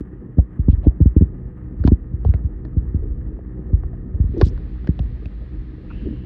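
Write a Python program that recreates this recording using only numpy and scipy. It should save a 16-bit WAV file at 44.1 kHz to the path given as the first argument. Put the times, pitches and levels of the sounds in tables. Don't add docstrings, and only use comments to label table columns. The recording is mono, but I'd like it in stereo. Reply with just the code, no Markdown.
import sys
import numpy as np
from scipy import signal
from scipy.fft import rfft, irfft, next_fast_len
from scipy.io import wavfile
from scipy.ndimage import uniform_filter1d, minimum_filter1d

SR = 44100
rng = np.random.default_rng(int(sys.argv[2]) if len(sys.argv) > 2 else 0)


def wav_out(sig):
    wavfile.write(sys.argv[1], SR, np.round(np.clip(np.atleast_2d(sig).T, -1, 1) * 32767).astype(np.int16))


N = 275845
TIME = np.arange(N) / SR
FFT_SIZE, RING_SIZE = next_fast_len(N + SR // 2), 8192
FREQS = np.maximum(np.fft.rfftfreq(FFT_SIZE, 1 / SR), 1)
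RING_FREQS = np.maximum(np.fft.rfftfreq(RING_SIZE, 1 / SR), 1)

# start_s, level_db, hardness_db (extra gain above the bass)
BUMPS = [(0.007, -16.5, 10), (0.37, -17, 2), (0.381, -1.5, -3.5), (0.59, -8.5, -11), (0.682, 5, -0.5),
         (0.726, -6.5, -21.5), (0.860, -13.5, 0.5), (0.867, 6.5, 6.5), (1.002, -8, 2), (1.008, -0.5, -9),
         (1.056, -2, -5.5), (1.163, -1.5, -2), (1.208, -2.5, -4.5), (1.219, -5.5, 1.5), (1.797, -10, -20),
         (1.848, -0.5, -1), (1.877, -4, 0.5), (1.917, -1, 0.5), (2.135, -14.5, -13), (2.253, -5.5, -21.5),
         (2.284, -4, -20.5), (2.339, -10, -19), (2.441, -10.5, -23.5), (2.767, -7.5, -5.5),
         (2.943, -9, -8.5), (3.729, -3.5, -9), (4.135, -13, -23), (4.198, -6.5, -10.5), (4.239, -10, -6.5),
         (4.291, -16, -11), (4.371, -14.5, 12.5), (4.424, 0.5, -18.5), (4.464, -10.5, -2.5),
         (4.888, -4, -2), (4.997, -11, -18), (5.256, -22, -8.5)]


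def from_db(db):
    return 10 ** (np.asarray(db) / 20)


def unit_rms(x):
    return x / np.sqrt(np.mean(x ** 2) + 1e-20)


def db_at(spectrum, hz):
    known_hz, db = np.transpose(spectrum)
    return np.interp(np.log(hz), np.log(known_hz), db)


def add(track, start_s, sound):
    start = int(np.clip(round(start_s * SR), 0, N - 1))
    track[start:start + len(sound)] += sound[:N - start]


def drift(rate_hz):
    step, settle = 100, 1000
    pole = np.exp(-2 * np.pi * rate_hz * step / SR)
    white = rng.standard_normal(N // step + settle + 2)
    slow = signal.lfilter([1], [1, -2 * pole, pole * pole], white)[settle:]
    return np.interp(np.arange(N) / step, np.arange(len(slow)), unit_rms(slow))


def noise(spectrum):
    white = rfft(rng.standard_normal(FFT_SIZE))
    return unit_rms(irfft(white * from_db(db_at(spectrum, FREQS)), FFT_SIZE)[:N])


def ring(colour_db, lag_hz):
    cepstrum = irfft(np.log(from_db(colour_db)))
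    cepstrum[1:RING_SIZE // 2] *= 2
    cepstrum[RING_SIZE // 2 + 1:] = 0
    response = np.exp(rfft(cepstrum))
    for corner_hz in lag_hz * 2.0 ** np.arange(4):
        response *= (corner_hz - 1j * RING_FREQS) / (corner_hz + 1j * RING_FREQS)
    pulse = irfft(response)
    return pulse / np.abs(pulse).max()


def shelf(low_hz, high_hz):
    return np.clip(np.log(RING_FREQS / low_hz) / np.log(high_hz / low_hz), 0, 1)


def resonance(hz, peak_db, octaves):
    return peak_db / (1 + (np.log2(RING_FREQS / hz) / octaves) ** 2)


def ripple(spread_db):
    knots_hz = np.geomspace(100, 12000, 30)
    return np.interp(np.log(RING_FREQS), np.log(knots_hz), rng.normal(0, spread_db, len(knots_hz)))


def ports(x, skew_rad=0.11):
    # frequency_hz, gain_db
    port_difference = [(60, -35), (100, -29.5), (160, -20), (270, -13.5), (440, -3), (720, 13.5),
                       (1190, 9.5), (1950, -3.5), (3200, -1.5), (5300, -7.5)]
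    lead = (FFT_SIZE - N) // 2
    padded = np.pad(x, (lead, FFT_SIZE - N - lead), mode="reflect", reflect_type="odd")
    padded *= signal.windows.tukey(FFT_SIZE, lead / FFT_SIZE)
    rotation = -1j * np.exp(1j * skew_rad)
    side = irfft(rotation * rfft(padded) * from_db(db_at(port_difference, FREQS)), FFT_SIZE)
    side = side[lead:lead + N]
    return np.array([x + side, x - side])


def water_wash():
    # frequency_hz, density_db
    spectrum = [(300, -1), (600, -1), (1000, -1.5), (1250, 0), (1470, -5.5), (1830, 0), (2300, -17),
                (3000, -22.5), (4200, -43), (9000, -36.5), (14000, -59)]
    coherent = from_db(-62 + 2.5 * drift(rate_hz=24)) * noise(spectrum)
    diffuse = from_db(-63) * np.array([noise(spectrum), noise(spectrum)])
    return ports(coherent) + diffuse


def surface_hiss():
    # frequency_hz, density_db
    spectrum = [(900, -21.5), (1750, 4.5), (2300, -1.5), (3000, -5.5), (4300, -8), (5500, -21), (7000, -31),
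                (12000, -54.5)]
    # time_s, level_db
    levels = [(0, -88), (4.15, -80), (4.35, -59.5), (5.8, -60.5), (5.98, -55.5), (6.25, -60.5)]
    envelope = from_db(np.interp(TIME, *np.transpose(levels)))
    return envelope * np.array([noise(spectrum), noise(spectrum)])


def generator_hum(rate_hz=61.57, wander=0.003, waver_db=2.5):
    # multiple, level_db
    harmonics = [(1, -48), (2, -38.5), (3, -44), (4, -51.5), (5, -46.5), (6, -52), (7, -62), (8, -59.5)]
    phase = 2 * np.pi * np.cumsum(rate_hz * (1 + wander * drift(rate_hz=1.5))) / SR
    hum = np.zeros(N)
    for multiple, db in harmonics:
        amplitude = np.sqrt(2) * from_db(db + waver_db * drift(rate_hz=3.9))
        hum += amplitude * np.sin(multiple * phase + rng.uniform(0, 2 * np.pi))
    return hum


def machinery(waver_db=3.0, gear_hz=1245, gear_db=-73.5):
    # frequency_hz, density_db
    spectrum = [(60, -29), (120, 2.5), (200, 0.5), (330, -5.5), (450, -14), (600, -25), (800, -29.5),
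                (1200, -41), (2500, -70), (6000, -92)]
    # time_s, level_db
    levels = [(0, -41.5), (1.1, -40.5), (1.45, -37.5), (4.3, -38), (5.4, -42.5), (6.25, -37.5)]
    level_db = np.interp(TIME, *np.transpose(levels))
    drone = from_db(level_db - 1 + waver_db * drift(rate_hz=11)) * noise(spectrum)
    hum = from_db(level_db - np.median(level_db) - 2) * generator_hum()
    whine = np.sqrt(2) * from_db(gear_db) * np.sin(2 * np.pi * gear_hz * TIME)
    return drone + hum + whine


def water_rumble(still_db=-47, wake_db=-40, settle_s=1.1):
    # frequency_hz, density_db
    spectrum = [(12, -28.5), (25, -16.5), (36, 5.5), (56, 15), (75, 5), (100, -1), (160, -20.5),
                (300, -50.5), (1000, -91.5)]
    # centre_s, half_length_s, level_db
    surges = [(0.76, 0.087, -20), (3.028, .18, -21.5), (3.85, .1, -22), (4.452, 0.27, -26),
              (5.085, .06, -23.5), (5.557, 0.042, -28), (6.028, 0.12, -26.5)]
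    stirs = np.zeros(N)
    stirs[[int(start_s * SR) for start_s, _, _ in BUMPS]] = from_db(wake_db) ** 2
    wake_power = signal.lfilter([1], [1, -np.exp(-1 / (settle_s * SR))], stirs)
    surge_power = sum(from_db(db) ** 2 * np.exp(-((TIME - centre_s) / half_s) ** 2)
                      for centre_s, half_s, db in surges)
    return np.sqrt(from_db(STILL_WATER := still_db) ** 2 + wake_power + surge_power) * noise(spectrum)


def sizzle(start_s=5.89, attack_s=0.027, decay_s=0.058, glide_s=0.044, from_hz=2400, to_hz=2870):
    burst_db, linger_db, half_band_hz = -53.5, -64, 190
    age = np.maximum(TIME - start_s, 0)
    hz = to_hz + (from_hz - to_hz) * np.exp(-age / glide_s)
    phase = 2 * np.pi * np.cumsum(hz) / SR
    attack = np.minimum(age / attack_s, 1)
    envelope = attack * (from_db(burst_db) * np.exp(-age / decay_s) + from_db(linger_db))
    lowpass = signal.butter(2, half_band_hz, fs=SR, output="sos")
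    in_phase, quadrature = unit_rms(signal.sosfilt(lowpass, rng.standard_normal((2, N))))
    return envelope * (in_phase * np.cos(phase) + quadrature * np.sin(phase))


def chirp_cloud(half_s, hz, decay_cycles=2.7, rise=0.0049):
    count = int(20 + 2 * half_s * hz)
    spread_octaves = 0.22 * (hz / 1000) ** 0.25
    t = np.arange(int(6 * half_s * SR) + RING_SIZE // 4) / SR
    birth, detune, strength = np.clip(rng.standard_normal((count, 3)), -2.5, 2.5).T[:, :, None]
    age = np.maximum(t - half_s * (3 + birth), 0)
    cycles = age * hz * 2 ** (spread_octaves * detune)
    envelope = strength * np.exp(-cycles / decay_cycles) * (1 - np.exp(-2 * cycles))
    cloud = np.sum(envelope * np.sin(2 * np.pi * cycles * (1 + rise * cycles)), axis=0)
    return cloud / np.sqrt(np.sum(cloud ** 2) / (np.e * half_s * SR))


def gulps_and_rasps(gulps_per_s=1.0, gulp_half_s=0.0075, gulp_hz=460, gulp_db=-51):
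    # centre_s, half_length_s, pitch_hz, level_db
    clouds = [(0.146, 0.01, 330, -39.5), (0.716, 0.013, 3400, -63), (0.85, 0.0068, 643, -38.5),
              (0.845, 0.007, 2880, -63), (0.913, 0.0057, 648, -52), (1.865, 0.01, 3620, -54.5),
              (2.284, 0.019, 3030, -68.5), (3.039, 0.013, 361, -37), (3.359, 0.03, 366, -42),
              (3.937, 0.0052, 604, -48), (4.345, 0.012, 330, -31), (4.393, 0.015, 336.4, -22.5),
              (4.425, 0.02, 3900, -53.5), (4.468, 0.012, 4430, -50), (4.514, 0.014, 330, -38.5),
              (5.913, 0.004, 1150, -43.5), (6.064, 0.009, 373, -31), (6.083, 0.027, 247.7, -27)]
    stray_gulps = [(rng.uniform(0, N / SR), gulp_half_s, gulp_hz * 2 ** rng.uniform(-0.19, 0.19),
                    gulp_db + rng.uniform(-8.5, 8.5)) for _ in range(int(gulps_per_s * N / SR))]
    out = np.zeros(N)
    for centre_s, half_s, hz, db in clouds + stray_gulps:
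        add(out, centre_s - 3 * half_s - 1 / hz, from_db(db) * chirp_cloud(half_s, hz))
    return out


def ticks(grit=0.14, grit_s=0.0031):
    # start_s, level_db,
    # brightness_db, hollow_hz, left_over_right_db
    contacts = [(0.387, -26.5, -27.5, 756, 1.5), (1.839, -32, -5.5, 1370, -3),
                (1.876, -23, -3.5, 1005, -6.5), (2.249, -22.5, -20.5, 1017, 1.5),
                (2.339, -24, -14.5, 2080, -1), (2.651, -39.5, -1.5, 1705, 5), (3.389, -40, -28, 636, 3),
                (3.835, -40, -20.5, 1270, 7.5), (4.145, -36.5, -25, 636, 4.5), (4.413, -15, -8.5, 4660, -4),
                (4.417, -14, -7, 1147, 1), (4.577, -36.5, -5.5, 1790, 1.5), (4.845, -42, -13, 1900, 2.5),
                (4.873, -30.5, 1.5, 1780, 1), (4.992, -33.5, 8, 955, 5.5), (5.257, -37, 4, 2440, -1)]
    # frequency_hz, gain_db
    response = [(150, -26), (350, 4.5), (550, 3.5), (900, -13), (1500, -11.5), (2700, -19.5), (4600, -20),
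                (6000, -35.5), (9000, -57), (14000, -64)]
    delay_s, clack_db, growth, clack_bright_db, clack_hz = 0.0027, -36, 2.1, -20.5, 954
    overload_clacks = [(start_s + delay_s, clack_db + growth * db, clack_bright_db, clack_hz, 0)
                       for start_s, db, _ in BUMPS]
    left, right = np.zeros((2, N))
    treble = shelf(low_hz=900, high_hz=3770)
    t = np.arange(SR // 100) / SR
    for start_s, db, bright_db, hollow_hz, pan_db in contacts + overload_clacks:
        hollow = resonance(hollow_hz, peak_db=11, octaves=0.2)
        colour = db_at(response, RING_FREQS) + bright_db * treble + hollow + ripple(spread_db=3.5)
        snap = (t == 0) + grit * rng.standard_normal(len(t)) * np.exp(-t / grit_s)
        tick = from_db(db) * signal.fftconvolve(ring(colour, lag_hz=460), snap)
        add(left, start_s, tick * from_db(pan_db / 2))
        add(right, start_s, tick * from_db(-pan_db / 2))
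    return np.array([ports(left)[0], ports(right)[1]])


def thumps(base_knock_hz=219, hardness_db_per_octave=44):
    # frequency_hz, gain_db
    housing = [(20, -31), (40, -1), (58, 10), (88, 6), (125, -4), (180, -7), (300, -10.5), (450, -20.5),
               (700, -47.5), (1500, -69.5), (4000, -92.5), (12000, -120)]
    out, upper = np.zeros(N), shelf(low_hz=94.5, high_hz=330)
    for start_s, db, hardness_db in BUMPS:
        knock_hz = base_knock_hz * 2 ** (hardness_db / hardness_db_per_octave)
        knock = resonance(knock_hz, peak_db=9, octaves=1)
        rolloff = -10 * np.log10(1 + (RING_FREQS / (6 * knock_hz)) ** 4)
        colour = db_at(housing, RING_FREQS) + hardness_db * upper + knock + rolloff
        add(out, start_s, from_db(db) * ring(colour + ripple(spread_db=2.5), lag_hz=73.5))
    return out


def scene():
    at_housing = machinery() + water_rumble() + sizzle() + gulps_and_rasps() + thumps()
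    return water_wash() + surface_hiss() + ports(at_housing) + ticks()


def limiter(x, ceiling):
    reach = SR // 200
    needed_gain = ceiling / np.maximum(np.abs(x).max(axis=0), ceiling)
    held_gain = minimum_filter1d(needed_gain, 2 * reach + 1)
    return x * uniform_filter1d(uniform_filter1d(held_gain, reach), reach)


def record(dry, bass_hz=400, whine_db=-66, whine_hz=9600, cutoff_hz=15700):
    limited = limiter(dry, ceiling=0.95)
    bass = signal.sosfilt(signal.butter(2, bass_hz, fs=SR, output="sos"), limited.mean(axis=0))
    whine = from_db(whine_db) * bass * np.sin(2 * np.pi * whine_hz * TIME)
    return signal.sosfilt(signal.cheby2(12, 70, cutoff_hz, fs=SR, output="sos"), limited + whine)


dry = scene()
out = record(dry)
wav_out(out)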